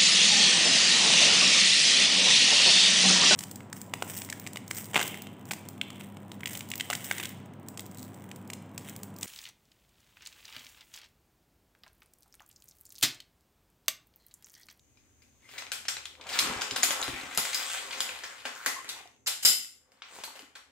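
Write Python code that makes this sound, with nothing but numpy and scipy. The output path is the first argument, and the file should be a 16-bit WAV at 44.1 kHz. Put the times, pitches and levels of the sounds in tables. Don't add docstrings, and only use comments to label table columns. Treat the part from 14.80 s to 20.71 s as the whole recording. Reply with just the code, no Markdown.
import sys
import numpy as np
from scipy import signal
from scipy.fft import rfft, irfft, next_fast_len
from scipy.io import wavfile
from scipy.ndimage import map_coordinates

SR = 44100
rng = np.random.default_rng(int(sys.argv[2]) if len(sys.argv) > 2 else 0)


def unload_wav(signal):
    wavfile.write(
        sys.argv[1],
        SR,
        np.round(np.clip(np.atleast_2d(signal).T, -1, 1) * 32767).astype(np.int16),
    )


N = 260631

# start_s, crack_peak_db, knock_hz, body_db, treble_db, tube_ring_db, contact_ms
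POLE_CLACKS = [ (.172, -53.5, 2500, -5, -19, -21.5, 2.7), (0.42, -50, 2430, -9.5, -8, -25, 4.1),
               (.69, -41, 2080, 3, -38, -19, 3.4), (0.715, -45, 2030, -11, -26, -33, 1.6),
               (.78, -28, 2100, -18, -16, -23.5, 6.2), (.822, -30, 2030, 5, -38, -32, 1.7),
               (.867, -33.5, 2360, 2, -49, -28, 1.9), (.918, -15.5, 1484, -8.5, -12, -48, 2.27),
               (1.053, -31, 2960, -9, -29, -39, 2.3), (1.083, -15, 5630, -7, -12.5, -19, 3.2),
               (1.168, -25.5, 2360, -1.5, -46, -27, 2.1), (1.255, -24.5, 3350, -12, -19, -53, 1.6),
               (1.411, -36, 2350, -7, -29, -25, 4.1), (1.468, -33, 2350, 1, -17, -30, 3.8),
               (1.49, -28.5, 3160, -4, -12, -20, 4.9), (1.532, -25, 3780, -20, -35, -23, 6.2),
               (1.589, -9, 4060, -28, -8, -23, 4), (1.811, -20, 7100, 1, -15, -37, 4.1),
               (1.818, -19, 7130, -2.5, -25, -20, 3), (1.91, -19, 3750, -7, -27, -18.5, 1.4),
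               (1.961, -16.5, 3020, -4.5, -13, -24.5, 3.9), (2.025, -23, 7140, -3, -12, -34, 2.6),
               (2.031, -6.5, 7130, -7.5, -3.5, -32.5, 3.3), (2.107, -13, 2850, -3.5, -8.5, -26, 2.4),
               (2.227, -14.5, 4000, -10.5, -10.5, -26.5, 1.6), (2.28, -18.5, 1340, 11.5, -7, -45, 0.85),
               (2.549, -31.5, 7420, -17, -1, -19.5, 3.1), (2.575, -8.5, 11800, -2, -4.5, -23.5, 2.15),
               (2.652, -22, 3310, -5.5, -21, -20.5, 3.1), (2.731, -21, 2230, -15, -20, -29, 3.9),
               (2.745, -17.5, 4910, -18, -8.5, -17.5, 3.2), (3.109, -27.5, 3326, -10, -47, -22, 5),
               (3.125, -28.5, 2340, -5, -23, -41, 8.1), (3.205, -13, 3364, -5, -6.5, -21.5, 1.56),
               (3.292, -23.5, 2630, -6, -54, -30, 1.5), (3.436, -27.5, 1810, -0.5, -24, -29, 6),
               (3.653, -20.5, 1630, 7, -22.5, -28, 4.4), (3.861, -10, 1927, 4, -7.5, -41, 2.7),
               (4.09, -25, 3690, -10, -9, -22, 6.6), (4.462, -28, 7200, -16, -22.5, -29, 4.9),
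               (4.468, -18, 7160, -19, -8.5, -26, 9.3), (4.477, -23, 4100, 2, 3, -39, 5.5),
               (4.626, -28, 7160, -9, -0.5, -20, 14.3), (4.65, -10.5, 5020, -21.5, 1, -15, 8.6),
               (4.662, -20, 5550, -20, 3, -21.5, 1.6), (4.672, -16.5, 5300, -22, 15, -24.5, 5.4),
               (4.682, -16, 5060, -27, 2, -18, 7.2), (5.119, -48.5, 2160, 3, -10.5, -21.5, 2.5),
               (5.22, -31, 2200, -2, -53, -28, 3.1), (5.437, -24.5, 4300, 0, -5, -27, 3.9),
               (5.554, -37.5, 2900, 9, -8, -23.5, 5.9), (5.592, -35.5, 2950, 2, -9.5, -26, 3),
               (5.753, -35, 1590, 1.5, -18.5, -40, 6)]
# pitch_hz, level_db, t60_s
TUBE_MODES = [(3036, -11, .1), (3833, -9, .05), (5040, -7, .07), (5120, -7, .07), (5218, -7, .08),
              (7154, -5, .06), (7312, 1, .13), (7625, -8, .06), (8233, -6, .06), (9903, -8, .06),
              (10050, -8, .05), (12610, -8, .05), (12690, -8, .06)]
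# start_s, level_db, pitch_hz
HOLLOW_TOCKS = [(1.711, -27, 1000), (2.035, -26, 700), (2.107, -26, 560), (2.581, -23, 1320),
                (2.59, -29, 873), (3.657, -38, 243), (3.872, -38, 253), (4.256, -40, 698),
                (5.122, -51, 684), (5.479, -33, 896), (5.564, -55, 330), (5.6, -46, 432),
                (5.628, -45.5, 288)]
# start_s, end_s, level_db, pitch_hz, width (share of the pitch)
POLE_SLIDES = [(0.62, 0.74, -61.5, 2100, 0.083), (1.369, 1.628, -49.5, 820, 0.47),
               (2.761, 3.027, -44, 3260, 0.081), (3.702, 3.899, -49, 1430, 0.15),
               (3.954, 3.994, -39.5, 1064, 0.04), (4.12, 4.228, -55, 850, 0.17),
               (5.29, 5.418, -51.5, 760, 0.63)]
# time_s, level_db, tilt_db_per_octave
NYLON_MOVES = [(.55, -82, 0.5), (.72, -56.5, 1), (.78, -49.5, -2.5), (.89, -74, -4), (1.03, -69, -5.5),
               (1.36, -78, -9.5), (1.43, -61, -5.5), (1.53, -37, 1), (1.68, -41, -5.5), (1.8, -46, -3),
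               (2.3, -45.5, -2.5), (2.48, -47, -2.5), (2.78, -41, 0.5), (2.95, -41, 0.5), (3.08, -48.5, -2),
               (3.2, -45.5, -1.5), (3.63, -56, -2), (3.8, -50.5, -0.5), (4.19, -54, -2.5),
               (4.31, -94.5, -11.5), (5.05, -85, -8.5), (5.28, -61, -1), (5.36, -52, 1.5),
               (5.48, -60.5, -5), (5.62, -64.5, -4), (5.72, -77.5, -8), (5.91, -84, -8.5)]
# pitch_hz, density_db (per Hz)
NYLON_SPECTRUM = [(60, -31), (150, -14), (400, -0.5), (1000, 6), (2200, 8.5), (3500, 6.5), (5500, 0),
                  (7500, 5.5), (9500, -3), (15000, -8.5)]
# start_s, peak_db
SOFT_THUDS = [(1.617, -41), (1.687, -38), (1.76, -37), (1.918, -38), (2.04, -43.5), (2.282, -31.5),
              (2.331, -36), (2.431, -45), (2.577, -37.5)]
# pitch_hz, level_db, t60_s
LOW_ROOM_MODES = [(66.2, -5, 0.072), (128, -3, 0.1), (186, -5.5, 0.06), (253.6, -1, 0.092), (345, 2, 0.052)]
# time_s, left_lag_ms (behind right), pan_db (left minus right)
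HAND_PLACE = [(0.2, -0.059, 5), (1.2, -0.028, 2.5), (2.2, -0.036, 2.5), (3, 0.037, 2.2), (3.7, 0.036, 2.5),
              (4.5, 0.16, 1.5), (5.2, 0.041, 2)]
# pitch_hz, t60_s
TAIL_T60 = [(60, 0.068), (200, 0.53), (600, 0.26), (1500, 0.47), (4000, 0.4), (10000, 0.44), (16000, 0.29)]
# pitch_hz, level_db
TAIL_COLOUR = [(60, -23.5), (300, 0), (2000, -1.5), (8000, -3), (16000, 0)]
# pitch_hz, correlation (0 to 1)
STEREO_LIKENESS = [(100, 0.6), (300, 0.79), (600, 0.25), (1200, 0.082), (16000, .02)]
# pitch_hz, density_db (per Hz)
HISS_SPECTRUM = [(80, -14.5), (120, 5.5), (160, -13.5), (249, 0), (343, -8), (818, -16), (2800, -32),
                 (3620, -41.5), (5080, -34.5), (6420, -8.5), (9210, -33), (16000, -42.5)]
# pitch_hz, density_db (per Hz)
HUM_SPECTRUM = [(20, -28.5), (45, -3), (69, -5.5), (78, 6), (88, -3), (130, -30.5)]
# time_s, hiss_db, hum_db (middle of left and right)
BACKGROUND_LEVEL = [(0, -69, -71.5), (1.2, -64.5, -68), (1.6, -121, -68), (2.8, -77.5, -69),
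                    (4.4, -69, -80), (5.9, -97.5, -79)]

ROOM_SHARE_DB, SHARE_DB_PER_MS = -15.5, 0.4
THIN_HZ = 340
KNOCK_GAIN, KNOCK_WIDTH = 1.7, 0.072
UNEVEN_DB, UNEVEN_HZ = 3., 400.
RATTLES, RATTLE_HZ, RATTLE_MS = 150, 2546, 0.8
RATTLE_DB, RATTLE_SPREAD_DB = 10.5, 3.5
PATCHY_DB, PATCHES_PER_S = 3, 20.
TOP_HZ = 15700


def undb(db):
    return 10 ** (np.asarray(db) / 20)


def unit(x):
    return x / np.sqrt(np.mean(x ** 2))


def on_log(table, hz):
    f, v = np.transpose(table)
    return np.interp(np.log(np.maximum(hz, 1)), np.log(f), v)


def curves(table):
    s, *columns = np.transpose(table)
    return [np.interp(np.arange(N) / SR, s, c) for c in columns]


def colour(x, gain):
    n = next_fast_len(x.shape[-1])
    return irfft(rfft(x, n) * gain(np.fft.rfftfreq(n, 1 / SR)), n)[..., :x.shape[-1]]


def ring(modes, length, spread_db, detune):
    hz, db, t60 = np.transpose(modes)[:, :, None]
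    bend, weight = rng.standard_normal((2, len(modes), 1))
    t = np.arange(length) / SR
    waves = np.sin(2 * np.pi * hz * (1 + detune * bend) * t)
    waves = waves * np.exp(-np.log(1000) * t / t60)
    return np.sum(undb(db + spread_db * weight) * waves, axis=0)


def add(out, x, s):
    i = int(s * SR)
    out[i:i + len(x)] += x[:N - i]


def pair(size, likeness):
    mid, side = rng.standard_normal((2, size))
    alike = lambda hz: np.clip(on_log(likeness, hz), 0, 1)
    mid = colour(mid, lambda hz: np.sqrt(1 + alike(hz)))
    side = colour(side, lambda hz: np.sqrt(1 - alike(hz)))
    return np.array([mid + side, mid - side]) / np.sqrt(2)


def patches():
    return np.interp(np.arange(N) / SR * PATCHES_PER_S, np.arange(200), rng.standard_normal(200))


def contact_gain(shape, hz):
    uneven = UNEVEN_DB * rng.standard_normal(80)

    def gain(f, share=1):
        bumps_db = share * np.interp(f / UNEVEN_HZ, np.arange(80), uneven)
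        knock = 1 + share * KNOCK_GAIN / (1 + ((f - hz) / (KNOCK_WIDTH * hz)) ** 2)
        thin = 1 + (THIN_HZ / (f + 1)) ** 3
        return undb(on_log(shape, f) + bumps_db) * knock / thin
    return gain


def tube_ring(shape, hz, ring_db, length):
    free = min(undb(.6 * (ring_db + 13)), 1.1)
    shift = min(hz / np.array(TUBE_MODES)[[0, 3, 6], 0], key=lambda r: abs(r - 1))
    if abs(shift - 1) >= .1:
        shift = 1 + .06 * rng.standard_normal()
    shift = 1 + (shift - 1) * min(4 * (1.1 - free) ** 3, 1)
    modes = [(f * shift, d + on_log(shape, f), t60 * free) for f, d, t60 in TUBE_MODES]
    detune = .002 + .03 * max(1 - free, 0) ** 2
    return undb(ring_db) * ring(modes + modes, length, spread_db=2.5, detune=detune)


def clacks():
    near, far, t = np.zeros(N), np.zeros(N), np.arange(8192) / SR
    for s, db, hz, body_db, treble_db, ring_db, contact_ms in POLE_CLACKS + rattles():
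        room_db = ROOM_SHARE_DB + SHARE_DB_PER_MS * contact_ms
        shape = [(100, body_db - 15.5), (700, body_db), (2000, 0.074 * body_db), (4000, -.1 * body_db),
                 (7800, 0.31 * treble_db), (9500, 0.61 * treble_db),
                 (13000, treble_db), (16000, 0.41 * treble_db - 15.0)]
        gain = contact_gain(shape, hz)
        contact_ms = max(contact_ms, .3)
        x = t / (contact_ms / 1000)
        burst = rng.standard_normal(len(t)) * np.exp(-x) * (1 - np.exp(-8 * x))
        crack = colour(burst, gain)
        crack /= np.abs(crack).max()
        spread = colour(1. * (np.arange(len(t)) == 64), lambda f: gain(f, share=.65))
        spread *= np.sqrt(4.78 * contact_ms / np.sum(spread ** 2))
        tube = tube_ring(shape, hz, ring_db, len(t))
        add(near, undb(db) * (crack + tube), s)
        add(far, undb(db + room_db) * (spread + tube), s)
    return near, far


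def rattles():
    place = rng.random(RATTLES)
    size, pitch, bright = rng.standard_normal((3, RATTLES))
    s = place * (N / SR - .1)
    cloth_db = curves(NYLON_MOVES)[0][(s * SR).astype(int)]
    db = cloth_db + RATTLE_DB + RATTLE_SPREAD_DB * np.minimum(size, 1)
    hz = RATTLE_HZ * 2 ** (.55 * pitch)
    treble_db = -17. + 6 * np.clip(bright, -2, 1)
    same = np.ones(RATTLES)
    return list(zip(s, db, hz, -6. * same, treble_db, -26. * same, RATTLE_MS * same))


def tocks():
    out, t = np.zeros(N), np.arange(8192) / SR
    for s, db, hz in HOLLOW_TOCKS:
        modes = [(hz, 0, 0.013 + 11.0 / hz), (.8 * hz, -7, .018), (0.62 * hz, -10, .02)]
        tock = ring(modes, len(t), spread_db=2.0, detune=0.0057) * (1 - np.exp(-t * hz / 0.92))
        add(out, undb(db) * tock, s)
    return out


def scrapes():
    out = np.zeros(N)
    for start, end, db, hz, width in POLE_SLIDES:
        n = int((end - start) * SR)
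        grip = np.repeat(rng.gamma(4, size=n // 200 + 1), 200)[:n]
        ticks = (rng.random(n) < .03) * rng.standard_normal(n) * grip
        sound = colour(ticks, lambda f: 1 / (1 + ((f - hz) / (width * hz)) ** 2))
        add(out, undb(db) * unit(sound) * np.hanning(n) ** 0.43, start)
    return out


def rustle():
    db, tilt = curves(NYLON_MOVES)
    creases = (rng.random(N) < 600 / SR) * undb(3.2 * np.minimum(rng.exponential(size=N), 3.5))
    creases = signal.lfilter([1], [1, -.95], creases) * rng.standard_normal(N)
    weave = 0.4 * rng.standard_normal(N)
    grain = unit(colour(unit(creases) + weave, lambda f: undb(on_log(NYLON_SPECTRUM, f))))
    rubs_db = 1.6 * patches()
    out = 0
    for hz in 62.5 * 2. ** np.arange(0, 8.1, .5):
        band = lambda f: np.clip(1 - 2 * np.abs(np.log2(np.maximum(f, 1) / hz)), 0, 1)
        band_db = tilt * np.log2(hz / 2500) + PATCHY_DB * patches()
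        out = out + colour(grain, band) * undb(band_db)
    return out * undb(db + rubs_db)


def thuds():
    out, t = np.zeros(N), np.arange(16384) / SR
    for s, db in SOFT_THUDS:
        boom = ring(LOW_ROOM_MODES + LOW_ROOM_MODES, len(t), spread_db=3.0, detune=0.11)
        boom = boom * (1 - np.exp(-t / 0.0041))
        add(out, undb(db) * boom / np.abs(boom).max(), s)
    return out


def room(x):
    t = np.arange(int(.8 * SR)) / SR
    noise, tail = pair(len(t), STEREO_LIKENESS), 0
    for hz in 62.5 * 2. ** np.arange(9):
        octave = lambda f: np.clip(1 - np.abs(np.log2(np.maximum(f, 1) / hz)), 0, 1)
        decay = np.exp(-np.log(1000) * t / on_log(TAIL_T60, hz))
        tail = tail + undb(on_log(TAIL_COLOUR, hz)) * colour(noise, octave) * decay
    tail = tail * np.clip((t - .003) / 0.0009, 0, 1)
    tail = tail / np.sqrt(np.sum(tail[0] ** 2))
    return signal.fftconvolve(x[None], tail, axes=1)[:, :N]


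def hush():
    hiss_db, hum_db = curves(BACKGROUND_LEVEL)
    hiss = colour(pair(N, STEREO_LIKENESS), lambda f: undb(on_log(HISS_SPECTRUM, f)))
    hum = colour(pair(N, STEREO_LIKENESS), lambda f: undb(on_log(HUM_SPECTRUM, f)))
    return unit(hiss) * undb(hiss_db) + unit(hum) * undb(hum_db) * undb([[2.0], [-2.0]])


def scene():
    near, far = clacks()
    tock, cloth, slides, thud = tocks(), rustle(), scrapes(), thuds()
    lag_ms, pan_db = curves(HAND_PLACE)
    shift = lag_ms * SR / 2000
    close = near + tock + cloth + slides
    direct = [map_coordinates(close, [np.arange(N) - side * shift], order=3) for side in (1, -1)]
    hits = far + undb(-22) * tock
    to_room = undb(17.0) * hits + undb(2.0) * cloth + .5 * slides + undb(-1.5) * thud
    wet = room(to_room) + thud
    return (direct + wet) * undb(np.array([pan_db, -pan_db]) / 2) + hush()


def record(dry):
    thin = signal.sosfilt(signal.butter(3, 40, "high", fs=SR, output="sos"), dry)
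    return signal.sosfilt(signal.ellip(10, .2, 70, TOP_HZ, fs=SR, output="sos"), thin)


dry = scene()
out = record(dry)
unload_wav(out)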